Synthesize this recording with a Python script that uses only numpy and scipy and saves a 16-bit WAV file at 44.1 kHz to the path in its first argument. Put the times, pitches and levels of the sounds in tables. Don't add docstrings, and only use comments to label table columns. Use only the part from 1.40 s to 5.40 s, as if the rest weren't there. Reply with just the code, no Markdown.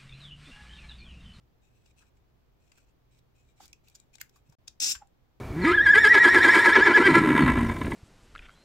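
import sys
import numpy as np
from scipy import signal
from scipy.fft import rfft, irfft
from scipy.io import wavfile
from scipy.ndimage import uniform_filter1d

SR = 44100
rng = np.random.default_rng(int(sys.argv[2]) if len(sys.argv) > 2 else 0)


def file_out(sig):
    cols = np.atleast_2d(sig).T
    lim = np.clip(cols, -1, 1)
    pcm = np.round(lim * 32767).astype(np.int16)
    wavfile.write(sys.argv[1], SR, pcm)


N = 176400

# (time [s], level [dB])
PULL_FORCE = [(3.398, -36.5), (3.402, -1), (3.406, -2), (3.413, -5), (3.421, 1), (3.444, 2.5), (3.456, 0.5),
              (3.485, -1), (3.510, 0.5), (3.524, 0), (3.533, -16), (3.556, -22.5), (3.575, -55)]
# (frequency [Hz], level [dB])
SCRAPE_SPECTRUM = [(150, -28.5), (200, -33), (295, -18), (400, -31), (620, -24.5), (1100, -28.5),
                   (1700, -23.5), (2480, -10.5), (3200, -14), (4200, -7), (4900, -8), (5400, 3.5),
                   (5900, -1), (6500, -3.5), (7600, -6), (8600, -9), (10500, -21), (13500, -13),
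                   (15500, -19.5)]
# (frequency [Hz], level [dB], time to fade by 60 dB [s])
BLADE_MODES = [(5150, -10, 0.076), (5385, -6, .08), (5765, -4.5, .09), (6212, -6, 0.088), (7350, 4.5, .07),
               (7570, -4.5, 0.11), (8527, -5, .1)]
# (time [s], level [dB], rise [s], fall [s], ring pitch [Hz],
# ring width [Hz], ring level [dB], extra treble [dB], left over right [dB])
TICKS = [(0.463, -63.5, 0.0043, .004, 2740, 400, -6, -18, 7),
         (0.626, -70.5, 0.01, 0.011, 1410, 298, 7, -15, 0),
         (1.319, -55, .001, 0.0026, 1930, 900, 0.5, -27, 2),
         (1.381, -68, 0.0037, 0.0077, 1460, 400, 2, 3, 2), (1.791, -66, 0.0041, .002, 4030, 400, -6, -3, 1),
         (2.257, -51, .001, 0.0013, 3600, 500, -8, 5, 4),
         (2.280, -54, 0.00057, 0.00072, 6900, 900, -5, -1, 9),
         (2.33, -45.5, 0.00015, 0.0011, 5500, 496, 3, -2, -4),
         (2.331, -59, 0.0001, 0.0019, 2530, 145, 12.5, 2, -1),
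         (2.474, -66.5, .001, .005, 2590, 250, 6, -7, -2), (2.485, -57.5, .002, .002, 4150, 400, -5, 4, 2),
         (2.499, -58.5, 0.0009, 0.0024, 6960, 400, -6, -1, 1),
         (2.553, -47, 0.0025, 0.0018, 7060, 300, -3, -11, -0.5),
         (2.557, -51.5, 0.00088, 0.0041, 5900, 500, -3, -3, 6),
         (2.6, -52, 0.00025, 0.0012, 7130, 300, 3.5, -10, 5),
         (2.756, -41.5, 0.002, 0.0012, 6150, 700, -17, -16, 4.5),
         (2.783, -58.5, 0.00044, 0.0041, 2130, 350, 3.5, -20, 7),
         (2.814, -33.5, 0.0012, 0.0016, 2120, 444, -2.5, 5.5, 3.5),
         (2.895, -58.5, 0.00093, 0.003, 5300, 500, -18, -2, 3),
         (2.960, -63.5, 0.0018, 0.015, 1000, 400, -1.5, -1, 3.5),
         (3.100, -68.5, 0.0052, 0.0022, 5570, 500, -2, 0, 6),
         (3.124, -65, .001, 0.0087, 820, 500, 1.5, -3.5, 3),
         (3.278, -41, 0.0015, 0.0037, 5360, 700, -37, -21, 9.5),
         (3.281, -35, 0.0016, 0.0017, 5560, 600, -8.5, -15, 1.5),
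         (3.552, -46.5, 0.0019, 0.0064, 1750, 1080, 8, -28, 0.5),
         (3.673, -63, 0.00077, 0.0012, 7130, 400, 1.5, -16, 4)]
# (frequency [Hz], level [dB])
TICK_SPECTRUM = [(200, -15.5), (600, -14.5), (1200, -15.5), (2400, -9), (4300, -0.5), (5600, 0),
                 (7600, -1.5), (9500, -11), (12500, -5.5), (15500, -6.5)]
# (time [s], level [dB], rise [s], fall [s], pitch [Hz])
KNOCKS = [(2.206, -46, 0.0023, 0.0026, 796), (3.623, -46, 0.0047, 0.0066, 825)]
# (time [s], level [dB], rise [s], fall [s], pitch [Hz])
BUMPS = [(3.097, -48, 0.0038, 0.0074, 137), (3.566, -46, .006, 0.0094, 58)]
# (start [s], length [s], level [dB], left over right [dB])
RUBS = [(0.213, 0.086, -76.5, 4.5), (0.293, .16, -78.5, 3), (0.436, 0.09, -74.5, 2),
        (0.562, 0.07, -68, 3.5), (0.618, .08, -76.5, 3.5), (0.745, .05, -84.5, 2), (1.195, 0.16, -77.5, 3),
        (1.316, 0.14, -74, 0.5), (1.462, 0.053, -74.5, 1), (1.708, 0.097, -73, 0), (1.947, 0.093, -73, 0.5),
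        (2.04, 0.096, -77, 3), (2.156, 0.17, -69, -1), (2.435, 0.093, -72, 1), (2.508, 0.14, -74.5, 4),
        (2.73, 0.023, -63, 1.5), (2.799, 0.0215, -56.5, -8), (2.923, .08, -73.5, -3), (3.047, .1, -78.5, 5)]
# (frequency [Hz], level [dB])
RUB_SPECTRUM = [(300, -20), (1000, -2.5), (1900, -25), (2600, 2.5), (3400, -2), (4500, -8.5), (6000, -0.5),
                (7600, -3), (9500, -20.5), (13500, -11.5)]
# (frequency [Hz], level [dB], time to fade by 60 dB [s])
CASE_MODES = [(2500, -4, 0.016), (3050, -22.5, 0.0047), (4000, -9, 0.013), (5670, -13, .006),
              (7320, -9.5, 0.0058)]
# (frequency [Hz], level [dB])
SWISH_SPECTRUM = [(250, 3), (1000, -4), (2500, -4), (4500, 0.5), (7200, -1), (9500, -11), (15000, -12)]
# (frequency [Hz], level [dB])
WALL_SPECTRUM = [(200, 1.5), (2000, 1.5), (7500, -2.5), (10000, -3.5), (15000, -7.5)]
# (frequency [Hz], level [dB])
ROOM_SPECTRUM = [(25, -7), (53, 1.5), (75, -1.5), (96, -8.5), (129, -4.5), (198, -13), (260, -13.5),
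                 (399, -15), (520, -18.5), (741, -20), (1000, -23.5), (2060, -30), (3300, -32.5),
                 (6500, -39.5), (9600, -48.5), (14000, -38.5)]
# (frequency [Hz], likeness [0-1])
ROOM_LIKENESS = [(40, .7), (250, 0.11), (1000, 0), (4000, 0)]

KNIFE_PAN_DB = 4


def scrape():
    edge_db, ring_db, right_lag_s = -28, -48.2, 0.00019
    brighten_db_per_s, tip_s = 60, 3.54
    t = clock()
    chatter_db = 0.5 * wander(hz=220)
    force = undb(np.interp(t, *np.array(PULL_FORCE).T, left=-150, right=-150) + chatter_db)
    clicks = slips(per_s=2000, scatter_db=1.5, count=3)
    grit = undb(-4) * rng.standard_normal((3, N))
    friction = force * stereo(unit(clicks + grit), alike=0.63)
    edge = colour(friction, SCRAPE_SPECTRUM)
    treble = signal.sosfiltfilt(highpass(order=4, hz=9500), edge)
    treble_gain = undb(brighten_db_per_s * np.clip(t - tip_s, -0.08, 0.025))
    edge += (treble_gain - 1) * treble
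    ring = sum(undb(db) * resonate(friction, hz, t60) for hz, db, t60 in BLADE_MODES)
    left, right = (undb(edge_db) * edge + undb(ring_db) * ring) * pan(KNIFE_PAN_DB)
    return np.array([left, np.roll(right, round(right_lag_s * SR))])


def blade_song():
    level_db, peak_s, pull_start_s = -36.5, 3.505, PULL_FORCE[1][0]
    t = clock()
    note = sine(hz=7280 + 24 * wander(hz=94.6))
    envelope = swell(np.clip(t - peak_s, -1, 1), rise=0.046, fall=0.023) * (t > pull_start_s)
    flutter_db = 3 * wander(hz=70)
    return undb(level_db + flutter_db) * envelope * note * pan(KNIFE_PAN_DB)


def ticks():
    scratch, ring = np.zeros((2, 2, N))
    for at, db, rise, fall, hz, width_hz, ring_db, treble_db, side_db in TICKS:
        i, t = around(at)
        noise = stereo(rng.choice([-1, 1], (3, len(t))), alike=0.19)
        push = undb(db) * swell(t, rise, fall) * noise * pan(side_db)
        treble = signal.sosfiltfilt(highpass(order=2, hz=9000), push + 1e-18)
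        scratch[:, i] += push + (undb(treble_db) - 1) * treble
        ringing = resonate(push, hz, t60=np.log(1000) / (np.pi * width_hz))
        ring[:, i] += undb(ring_db) * signal.sosfilt(highpass(order=2, hz=0.33 * hz), ringing)
    return colour(scratch, TICK_SPECTRUM) + ring


def knocks():
    sag_per_s, rough_db, rough_hz, rough_t60 = 6.1, -9.5, 890, 0.0029
    out = np.zeros(N)
    for at, db, rise, fall, hz in KNOCKS:
        i, t = around(at)
        note = sine(hz * np.exp(-sag_per_s * np.clip(t, -0.02, 0.02)))
        noise = resonate(rng.standard_normal(len(t)), rough_hz, rough_t60)
        rough = unit(resonate(noise, rough_hz, rough_t60))
        out[i] += undb(db) * swell(t, rise, fall) * (note + undb(rough_db) * rough)
    return out


def bumps():
    out = np.zeros(N)
    for at, db, rise, fall, hz in BUMPS:
        i, t = around(at)
        out[i] += undb(db) * swell(t, rise, fall) * np.sin(2 * np.pi * hz * t)
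    return out


def rubs():
    grains = slips(per_s=2500, scatter_db=5, count=2) * undb(2.3 * wander(hz=58.4))
    grips = np.exp(0.033 * rng.standard_normal((len(RUBS), len(CASE_MODES))))
    drag, case = np.zeros((2, 2, N))
    for (at, length, db, side_db), grip in zip(RUBS, grips):
        i = int(at * SR) + np.arange(SR // 4)
        touch = undb(db) * pan(side_db) * arch(at, length)[i] * grains[:, i]
        drag[:, i] += touch
        for (hz, mode_db, t60), detune in zip(CASE_MODES, grip):
            case[:, i] += undb(mode_db) * resonate(touch, hz * detune, t60)
    return undb(-5.5) * colour(drag, RUB_SPECTRUM) + case


def swish():
    hiss = colour(rng.standard_normal((2, N)), SWISH_SPECTRUM)
    return undb(-56.5) * arch(start=2.198, length=0.071) * hiss * pan(-0.5)


def echoes(x, t60, delay_s):
    t = np.arange(SR // 2) / SR
    tail = rng.standard_normal((2, len(t))) * np.exp(-np.log(1000) * t / t60) * (t > delay_s)
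    tail /= np.sqrt((tail ** 2).sum(1, keepdims=True) + 1e-30)
    return signal.fftconvolve(x, tail, axes=1)[:, :N]


def room_tone():
    alike = np.clip(over_hz(ROOM_LIKENESS), 0, 1)
    mid, side = colour(rng.standard_normal((2, N)), ROOM_SPECTRUM)
    mid = irfft(rfft(mid) * np.sqrt(1 + alike), N)
    side = irfft(rfft(side) * np.sqrt(1 - alike), N)
    noise = unit(np.array([mid + side, mid - side]))
    hum = sine(hz=120 * (1 + 0.021 * wander(hz=7.6))) * undb(2 * wander(hz=2.6))
    return undb(-65.5) * noise + undb(-78) * hum


def undb(db):
    return 10 ** (np.asarray(db) / 20)


def unit(x):
    return x / np.sqrt(np.mean(x ** 2) + 1e-30)


def clock():
    return np.arange(N) / SR


def around(at):
    centre = int(at * SR)
    i = np.arange(max(centre - SR // 20, 0), min(centre + 3 * SR // 20, N))
    return i, i / SR - at


def pan(db):
    return undb(np.array([[db], [-db]]) / 2)


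def stereo(three, alike):
    return np.sqrt(alike) * three[0] + np.sqrt(1 - alike) * three[1:]


def over_hz(points):
    hz, values = np.array(points, float).T
    all_hz = np.arange(N // 2 + 1) * SR / N
    return np.interp(np.log(all_hz + 1), np.log(np.maximum(hz, 1)), values)


def colour(x, spectrum):
    cepstrum = irfft(np.log(unit(undb(over_hz(spectrum)))), N)
    cepstrum[1:N // 2] *= 2
    cepstrum[N // 2 + 1:] = 0
    return irfft(rfft(x) * np.exp(rfft(cepstrum)), N)


def highpass(order, hz):
    return signal.butter(order, hz, "high", fs=SR, output="sos")


def resonate(x, hz, t60):
    r = np.exp(-np.log(1000) / (t60 * SR))
    feed = np.sqrt((1 - r * r) / 2) * np.array([1, 0, -1])
    feedback = [1, -2 * r * np.cos(2 * np.pi * hz / SR), r * r]
    return signal.lfilter(feed, feedback, x + 1e-18)


def sine(hz):
    return np.sqrt(2) * np.sin(2 * np.pi * np.cumsum(hz) / SR)


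def wander(hz):
    smoothing = np.exp(-(np.arange(N // 2 + 1) * SR / N / hz) ** 2)
    return unit(irfft(rfft(rng.standard_normal(N)) * smoothing, N))


def slips(per_s, scatter_db, count):
    happens = rng.random((count, N)) < per_s / SR
    size = rng.standard_normal((count, N))
    direction = np.sign(np.roll(size, 1, axis=1))
    return unit(happens * direction * undb(scatter_db * np.clip(size, -2, 2)))


def swell(t, rise, fall):
    return np.exp(-np.maximum(-t / rise, t / fall))


def arch(start, length):
    progress = np.linspace(0, 1, num=17)
    return np.interp(clock(), start + length * progress, np.abs(np.sin(np.pi * progress)) ** 0.39)


def scene():
    desk_gain, wall_gain = undb(-4.5), undb(-15)
    close = scrape() + blade_song() + ticks() + rubs() + swish()
    desk = desk_gain * echoes(close, t60=0.012, delay_s=0.00036)
    near = (close + desk) / np.hypot(1, desk_gain) + knocks() + bumps()
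    walls = wall_gain * colour(echoes(near, t60=0.17, delay_s=0.004), WALL_SPECTRUM)
    return near + walls + room_tone()


def record(dry):
    gap_start_s, gap_end_s, gap_db, top_hz = 3.153, 3.185, -41, 15750
    t = clock()
    in_gap = (t > gap_start_s) & (t < gap_end_s)
    gain = uniform_filter1d(np.where(in_gap, undb(gap_db), 1.0), size=64)
    lowpass = signal.ellip(10, 0.2, 80, top_hz, fs=SR, output="sos")
    return signal.sosfilt(lowpass, dry * gain)


dry = scene()
out = record(dry)
file_out(out)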